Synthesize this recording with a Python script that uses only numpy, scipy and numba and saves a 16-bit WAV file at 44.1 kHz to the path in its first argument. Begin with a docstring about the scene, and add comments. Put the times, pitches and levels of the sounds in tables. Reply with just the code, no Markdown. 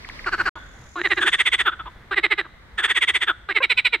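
"""Four tiny chirps over a low rumble, then a water frog croaks in a reedy pond. After a brief silence
two others take turns. A croak is a run of short notes; each note is a slowing train of glottal pulses
that rings the vocal sacs, whose resonance mostly sinks as they stretch. The banks echo faintly over
distant frogs, a far bird and a thin high trill."""
import sys
import numpy as np
from scipy import signal
from scipy.fft import rfft, irfft
from scipy.io import wavfile
from scipy.ndimage import uniform_filter1d
from numba import njit

SR = 44100
rng = np.random.default_rng(int(sys.argv[2]) if len(sys.argv) > 2 else 0)


def persist_wave(psi):
    """Save psi, clipped to +-1, as 16-bit WAV."""
    counts = np.round(np.clip(psi, -1, 1) * 32767).astype(np.int16)
    wavfile.write(sys.argv[1], SR, np.atleast_2d(counts).T)


N = 176400


def undb(db):
    """Decibels to gain."""
    return 10 ** (np.asarray(db) / 20)


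def unit(x):
    """Scale to rms 1."""
    return x / np.sqrt(np.mean(x ** 2) + 1e-18)


def curve(points, hz):
    """Gain of (Hz, dB) points on a log-frequency axis."""
    f, db = np.array(points, float).T
    return undb(np.interp(np.log(hz + 1), np.log(f), db))


def noise(colour, size):
    """Coloured noise, rms 1."""
    gain = curve(colour, np.fft.rfftfreq(size, 1 / SR))
    return unit(irfft(rfft(rng.standard_normal(size)) * gain, size))


def ring(colour, size=1024):
    """Minimum-phase impulse response of a given colour."""
    cepstrum = irfft(np.log(curve(colour, np.fft.rfftfreq(size, 1 / SR))))
    cepstrum[1:size // 2] *= 2
    cepstrum[size // 2 + 1:] = 0
    return irfft(np.exp(rfft(cepstrum)))


def drift(rate_hz):
    """Slow random drift, rms 1."""
    hold = int(SR / rate_hz)
    steps = np.repeat(rng.standard_normal(N // hold + 1), hold)
    return unit(uniform_filter1d(steps, hold)[:N])


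def add(out, at_s, x):
    """Mix x into out."""
    i = int(at_s * SR)
    out[i:i + len(x)] += x[:len(out) - i]


def glide(length_s, from_hz, to_hz, harmonics_db):
    """Gliding tone with soft ends."""
    size = int(length_s * SR)
    phase = 2 * np.pi * np.cumsum(np.linspace(from_hz, to_hz, size)) / SR
    tone = sum(undb(db) * np.sin(k * phase) for k, db in enumerate(harmonics_db, 1))
    return signal.windows.tukey(size, .25) * tone


def place(x, sides, lag_s):
    """Direction: level difference by frequency; the right ear's phase lag levels off at 4 kHz."""
    hz = np.fft.rfftfreq(N, 1 / SR)
    half = np.sqrt(curve(sides, hz)) * np.exp(1j * np.pi * np.minimum(hz, 4000) * lag_s)
    return irfft(rfft(x) * np.array([half, 1 / half]), N)


# stereo width (frequency [Hz], side minus mid [dB])
AIR_SPREAD = [(30, -17.5), (500, -6.5), (2000, -1.5), (4000, 3), (12000, 1)]


def air(colour):
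    """Wavering outdoor noise, wider in the treble."""
    mid, side = (noise(colour, N) * undb(1.65 * drift(7.8)) for _ in range(2))
    side = irfft(rfft(side) * curve(AIR_SPREAD, np.fft.rfftfreq(N, 1 / SR)), N)
    return np.array([mid + side, mid - side])


# trill spectrum (frequency [Hz], gain [dB])
TRILL_SPECTRUM = [(4500, -8.5), (6000, -0.5), (7000, 5), (8000, -16.5), (10500, -11.5), (13000, -29)]
# trill envelope (time [s], level [dB])
TRILL_ENVELOPE = [(.55, -65), (.9, -56), (1.3, -52.5), (1.8, -89)]


def trill(t, rate_hz=40.6):
    """Thin pulsing hiss far off in the reeds."""
    pulse = unit(1 + np.cos(np.pi * rate_hz * t + .5 * drift(5)) ** 8)
    hiss = np.array([noise(TRILL_SPECTRUM, N) for _ in range(2)])
    return hiss * pulse * undb(np.interp(t, *np.array(TRILL_ENVELOPE).T))


# air spectra before and after the silence (frequency [Hz], gain [dB])
EARLY_SPECTRUM = [(15, -31), (25, 11.5), (101, -2.5), (856, -16.5), (1030, -10.5), (1390, -16), (2130, -10),
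                  (2560, -20), (3180, -21.5), (3730, -23), (4620, -20.5), (6900, -36), (15000, -45)]
POND_SPECTRUM = [(25, -13.5), (50, -0.5), (80, -7), (170, -16.5), (300, -22), (700, -25), (1450, -24.5),
                 (2050, -23), (2600, -37), (3700, -35.5), (5000, -46), (9000, -53), (15000, -58)]
# air envelope after the silence (time [s], level [dB])
POND_ENVELOPE = [(.56, -44), (.9, -46), (2.0, -47), (2.65, -48.5), (4.0, -51.5)]
SILENCE_START_S, SILENCE_END_S = .494, .555


def background(t, early_db=-41.5):
    """Rumble and a wash of distant frogs; softer after the silence, where the trill joins."""
    pond = air(POND_SPECTRUM) * undb(np.interp(t, *np.array(POND_ENVELOPE).T)) + trill(t)
    return np.where(t < SILENCE_START_S, air(EARLY_SPECTRUM) * undb(early_db), pond)


# echo spectrum (frequency [Hz], gain [dB])
ECHO_SPECTRUM = [(300, -14.5), (1000, -7.5), (1500, -2), (2300, -12.5), (3700, -3.5), (6000, -2.5),
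                 (8100, -7), (14000, -8.5)]


def echo(x, banks_db=-27, banks_t60_s=.96, reeds_db=-16.5, reeds_t60_s=.06):
    """Quick scatter from the reeds, long faint tail from the banks."""
    t = np.arange(SR) / SR
    banks = undb(banks_db) * unit(undb(-60 * t / banks_t60_s))
    reeds = undb(reeds_db) * unit(undb(-60 * t / reeds_t60_s))
    decay = (banks + reeds) * (t > .003) / np.sqrt(SR)
    mid, side = (signal.fftconvolve(x, noise(ECHO_SPECTRUM, SR) * decay)[:N] for _ in range(2))
    return np.array([mid + .5 * side, mid - .5 * side])


# whistles (start [s], length [s], from [Hz], to [Hz])
BIRD_WHISTLES = [(.118, 0.074, 4000, 2700), (.21, 0.027, 2970, 3930)]


def bird(level_db=-55.5):
    """A far bird whistles down, then up."""
    out = np.zeros(N)
    for at_s, *sweep in BIRD_WHISTLES:
        add(out, at_s, glide(*sweep, [level_db]))
    return out


# chirps (time [s], level [dB])
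CHIRP_PEAKS = [(0.049, -28), (0.0993, -27), (.1945, -27), (.2455, -26.5)]


def chirps(t, end_hz=870, drop_hz=1160, fall_s=.008, width_s=.0017):
    """Tiny falling chirps, each with a faint tail."""
    out = np.zeros(N)
    for at_s, db in CHIRP_PEAKS:
        age = np.clip(t - at_s, -.02, .04)
        peak = np.exp(-.5 * (age / width_s) ** 2)
        tail = .18 * np.exp(-.5 * ((age - .006) / .0028) ** 2)
        cycles = end_hz * age - drop_hz * fall_s * np.exp(-age / fall_s)
        out += undb(db) * (peak + tail) * np.sin(2 * np.pi * cycles)
    return out


# tick spectrum (frequency [Hz], gain [dB])
TICK_SPECTRUM = [(400, -21.5), (1000, 8.5), (2000, -12), (3200, 3.5), (5000, -13), (12000, -29),
                 (15000, -46)]


def tick(at_s=.0895, level_db=-21.5):
    """One dry tick among the chirps."""
    out, click = np.zeros(N), ring(TICK_SPECTRUM)
    add(out, at_s, undb(level_db) * click / np.abs(click).max())
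    return out


# gulp harmonics, fundamental first (gain [dB])
GULP_HARMONICS_DB = [-3.5, -1, -3, -13, -11]


def gulp(at_s=3.603, length_s=.023, pitch_hz=503, rise=.12, gain_db=-24):
    """A frog's rising gulp between two notes."""
    out = np.zeros(N)
    add(out, at_s, undb(gain_db) * glide(length_s, pitch_hz, pitch_hz * (1 + rise), GULP_HARMONICS_DB))
    return out


# hums (start [s], length [s], from [Hz], to [Hz], level [dB])
SAC_HUMS = [(0.964, 0.061, 346, 348, -27.5), (1.178, 0.034, 374, 330, -27), (1.244, 0.02, 363, 351, -27.5)]


def hums():
    """The sacs hum as they fill or empty."""
    out = np.zeros(N)
    for at_s, *sweep, db in SAC_HUMS:
        add(out, at_s, glide(*sweep, [db]))
    return out


@njit
def sac(x, centre_hz, width_hz):
    """Vocal sac: resonant low-pass with a moving centre."""
    y, band_state, low_state = np.empty(len(x)), 0., 0.
    for i in range(len(x)):
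        g, damping = np.tan(np.pi * centre_hz[i] / SR), width_hz / centre_hz[i]
        band = (band_state + g * (x[i] - low_state)) / (1 + g * (g + damping))
        y[i] = low_state + g * band
        band_state, low_state = 2 * band - band_state, 2 * y[i] - low_state
    return y


# breath spectrum (frequency [Hz], gain [dB])
RASP_SPECTRUM = [(1000, -5.5), (3500, -4.5), (5500, 0), (15000, -5.5)]
RELEASE_SHARE, JITTER_CYCLES, SHIMMER_DB, MAX_PULSES = .42, .006, .5, 48


def glottis(t, length_s, pitch_hz, attack, snap_db, sag, collapse, start_db, end_db, breath):
    """Pulses swell, fade and end in a snap; pitch sags, then collapses as the air runs out."""
    progress, sounding = np.clip(t / length_s, 0, 1), t < length_s
    jitter, shimmer = rng.standard_normal((2, MAX_PULSES))
    rate_hz = pitch_hz * np.maximum(1 - sag * progress - collapse * progress ** 5, .2)
    cycles = np.cumsum(rate_hz * sounding) / SR
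    k = np.arange(min(int(cycles[-1]) + 1, MAX_PULSES))  # counted back from the snap
    times = np.interp(cycles[-1] - k + JITTER_CYCLES * jitter[k], cycles[sounding], t[sounding])
    swell = np.maximum(1 - t / length_s / attack, 0) ** 2
    fade = np.cos(np.pi / 2 * np.minimum((1 - progress) / RELEASE_SHARE, 1)) ** 2
    effort = undb(start_db * swell + end_db * fade)
    strength = np.interp(times, t, effort) * undb(SHIMMER_DB * shimmer[k])
    strength[0] = undb(snap_db)
    offset = (t - times[:, None]) * SR
    pulses = strength @ (np.sinc(offset) * (np.abs(offset) < 8) * np.cos(np.pi * offset / 16) ** 2)
    puffs = np.exp(-((cycles - cycles[-1]) % 1))  # air hisses once a pulse
    return breath * noise(RASP_SPECTRUM, len(t)) * effort * sounding * puffs - pulses


LEAD_S, SOFT_DB, SOFT_HZ, DB_PER_OCTAVE = .005, -32.5, 3500, 7.5
TAUT_HZ, TAUT_DB_PER_HZ, TAUT_WIDENING = 2318, .45, .35


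def note(body, length_s, db, pitch_hz, from_hz, to_hz, *shape, width_hz, size=4096, **voice):
    """Pulses ring sacs and body. Weak notes have rounder pulses; taut sacs ring brighter and broader."""
    t = np.arange(size) / SR - LEAD_S
    source = glottis(t, length_s, pitch_hz, *shape, **voice)
    cutoff_hz = np.clip(SOFT_HZ * 2 ** ((db - SOFT_DB) / DB_PER_OCTAVE), SOFT_HZ, .45 * SR)
    source = signal.lfilter(*signal.butter(2, cutoff_hz, fs=SR), source)
    excess_hz = max(from_hz - TAUT_HZ, 0)
    treble = signal.lfilter(*signal.butter(1, 2600, "high", fs=SR), source)
    source += treble * (undb(TAUT_DB_PER_HZ * excess_hz) - 1)
    centre_hz = from_hz + (to_hz - from_hz) * np.clip(t / length_s, 0, 1)
    ringing = sac(source, centre_hz, width_hz + TAUT_WIDENING * excess_hz)
    y = signal.fftconvolve(ringing, body)[:size]
    return y * undb(db) / np.sqrt(np.sum(y ** 2) / (length_s * SR))


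def frog(notes, voice, colour, slack_colour=None, slack_hz=1550, slack_range_hz=230):
    """One frog's notes; slack_colour sets in where the sacs end below slack_hz."""
    out = np.zeros(N)
    for start_s, end_s, db, pitch_hz, from_hz, to_hz, *shape in notes:
        body = ring(colour)
        if slack_colour:
            slack = np.clip((slack_hz - to_hz) / slack_range_hz, 0, 1)
            body = signal.fftconvolve(body, ring([(hz, gain * slack) for hz, gain in slack_colour]))
        sound = note(body, end_s - start_s, db, pitch_hz, from_hz, to_hz, *shape, **voice)
        add(out, start_s - LEAD_S, sound)
    return out


# notes (start [s], end [s], level [dB], pitch [Hz], sac from [Hz], sac to [Hz], attack [share])
FIRST_CROAKS = [(.260, .296, -22.5, 405, 1410, 1390, 0.13), (.320, .354, -21, 428.8, 1550, 1460, 0.38),
                (.385, .421, -19.5, 424.6, 1570, 1460, 0.98), (.455, .491, -20, 420, 1590, 1450, 0.25),
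                (.555, .585, -39, 343, 1090, 890, 0.095)]
RIVAL_CROAKS = [(.502, .538, -14, 480.3, 1650, 1400, 0.59), (1.207, 1.247, -19, 463.7, 1760, 1554, 0.59),
                (1.243, 1.262, -29.5, 348, 1400, 1500, 0.25), (1.258, 1.297, -16.5, 517, 1810, 1800, 0.63),
                (1.321, 1.360, -17.5, 562, 2055, 1840, 0.57),
                (1.386, 1.424, -16.5, 569.7, 2020, 1950, 0.63),
                (1.454, 1.493, -17.5, 553.5, 2154, 1940, 0.41),
                (1.520, 1.559, -17, 558.3, 2130, 1960, 0.55), (1.585, 1.624, -19, 542, 2040, 1850, 0.72),
                (1.653, 1.700, -17.5, 484.7, 1650, 1320, 0.38), (1.715, 1.749, -32, 389, 1560, 1420, 0.3),
                (1.789, 1.822, -32, 407.4, 1400, 1260, 0.23), (1.855, 1.895, -36, 335.3, 1065, 970, 0.14),
                (2.777, 2.815, -22, 489, 1800, 1710, 0.32), (2.812, 2.834, -32.5, 473, 1560, 1450, 0.39),
                (2.829, 2.868, -18, 543.5, 1870, 1840, 0.5), (2.873, 2.895, -30.5, 509, 1700, 1590, 0.52),
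                (2.888, 2.927, -18.5, 560.4, 1990, 1890, 0.62), (2.951, 2.991, -18, 569, 2070, 1935, 0.82),
                (3.012, 3.051, -17.5, 575.7, 2220, 1895, 0.46),
                (3.075, 3.113, -17.5, 567.6, 2170, 1940, 0.44), (3.139, 3.179, -18.5, 565, 2080, 2010, 0.5),
                (3.208, 3.247, -20.5, 531.6, 1970, 1900, 0.61),
                (3.270, 3.319, -18.5, 476.4, 1720, 1320, 0.43)]
NEAR_CROAKS = [(.955, 1.0155, -26.5, 366.5, 1020, 1860, 0.022, 8),
               (1.037, 1.073, -19, 422.5, 2100, 1840, 0.66, 0.5),
               (1.101, 1.134, -17, 422, 2020, 1894, 0.67, -3.5),
               (1.166, 1.200, -22, 418, 1930, 1670, 0.44, -9),
               (2.109, 2.144, -22.5, 407.3, 1280, 1880, 0.11, -0.5),
               (2.161, 2.198, -18, 423, 2060, 1930, 0.68, -6),
               (2.231, 2.265, -16.5, 441, 2160, 2000, 0.41, -3),
               (2.304, 2.338, -17, 443.6, 2074, 2020, 0.53, -5.5),
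               (2.376, 2.413, -21.5, 425.4, 2030, 1774, 0.4, -2),
               (2.442, 2.465, -40, 342, 1820, 1190, 0.54, 2.5),
               (3.487, 3.525, -23, 412.4, 1420, 2170, 0.039, -4),
               (3.550, 3.586, -17, 455.2, 2240, 2030, 0.6, -2),
               (3.622, 3.660, -17, 494, 2330, 2140, 0.41, -36),
               (3.696, 3.734, -17, 512.5, 2340, 2140, 0.28, -25),
               (3.771, 3.807, -16.5, 515, 2480, 2110, 0.3, -9),
               (3.846, 3.884, -16.5, 511, 2370, 2070, 0.25, -15),
               (3.925, 3.961, -18, 489.3, 2310, 2060, 0.37, -7.5)]  # extra column (closing snap [dB])
# throat and body response (frequency [Hz], gain [dB])
FIRST_THROAT = [(150, -45), (350, -11), (600, -19), (1100, -12), (1550, -10), (2200, -12), (2850, -5),
                (3600, -18), (4450, 3), (5200, -12), (7000, -11), (7800, -4), (9300, -17), (15500, -28)]
NEAR_THROAT = [(190, -40.5), (340, -3), (520, -16), (1250, -11), (2100, -14), (2800, -6.5), (3450, -7),
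               (3930, 4.5), (4300, -12.5), (5300, -20.5), (6700, -31.5), (7800, -8.5), (9200, -11),
               (10500, -30), (13200, -11), (15500, -8)]
RIVAL_THROAT = [(190, -43), (350, -21.5), (520, -32.5), (1300, -20.5), (2000, -24), (3150, -9.5), (3480, 2),
                (3900, -17.5), (5500, -26.5), (6300, -16), (7650, -13.5), (8100, 1.5), (9100, -16.5),
                (10200, -3.5), (11000, -11.5), (11700, -26), (15000, -27.5)]
# slack throat: less rasp, a fine sizzle (frequency [Hz], change [dB])
RIVAL_SLACK = [(3600, -1.5), (6500, -15), (7500, -11), (8200, -20.5), (9100, -4), (10300, -16.5),
               (12500, 21), (14500, 1)]
# direction (frequency [Hz], left minus right [dB])
FIRST_PAN = [(1500, 0), (2600, -4), (4400, 5.5), (8000, 7.5)]
NEAR_PAN = [(1250, 1), (2100, -5), (3900, -2.5), (4500, -0.5), (8000, 3)]
RIVAL_PAN = [(1300, 1), (2200, -4.5), (2950, -3.5), (3200, 2.5), (8000, 3.5)]
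FIRST_VOICE = dict(sag=.26, collapse=.1444, start_db=-13, end_db=-1.5, width_hz=253, breath=.084,
                   snap_db=-11)
NEAR_VOICE = dict(sag=.095, collapse=.34, start_db=-19, end_db=-9, width_hz=159, breath=.072)
RIVAL_VOICE = dict(sag=.41, collapse=.1317, start_db=-17.5, end_db=-8, width_hz=147, breath=.082,
                   snap_db=-19.5)


def frogs(t):
    """Three frogs, chirps and tick at the first one's spot: stereo mix and mono sum."""
    first = frog(FIRST_CROAKS, FIRST_VOICE, FIRST_THROAT) + chirps(t) + tick()
    near = frog(NEAR_CROAKS, NEAR_VOICE, NEAR_THROAT)
    rival = frog(RIVAL_CROAKS, RIVAL_VOICE, RIVAL_THROAT, RIVAL_SLACK)
    stereo = place(first, FIRST_PAN, lag_s=5.5e-5)
    stereo += place(near, NEAR_PAN, lag_s=1.5e-5)
    stereo += place(rival, RIVAL_PAN, lag_s=5.5e-5)
    return stereo, first + near + rival


def scene():
    """The pond, the frogs and their echo."""
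    t = np.arange(N) / SR
    croaks, mono = frogs(t)
    return background(t) + echo(mono) + bird() + gulp() + hums() + croaks


def record(dry, top_hz=15700):
    """One brief dropout; the top is cut."""
    t = np.arange(N) / SR
    gate = uniform_filter1d(1. * ((t < SILENCE_START_S) | (t > SILENCE_END_S)), size=40)
    return signal.sosfilt(signal.ellip(8, .2, 70, top_hz, fs=SR, output="sos"), dry * gate)


dry = scene()
out = record(dry)
persist_wave(out)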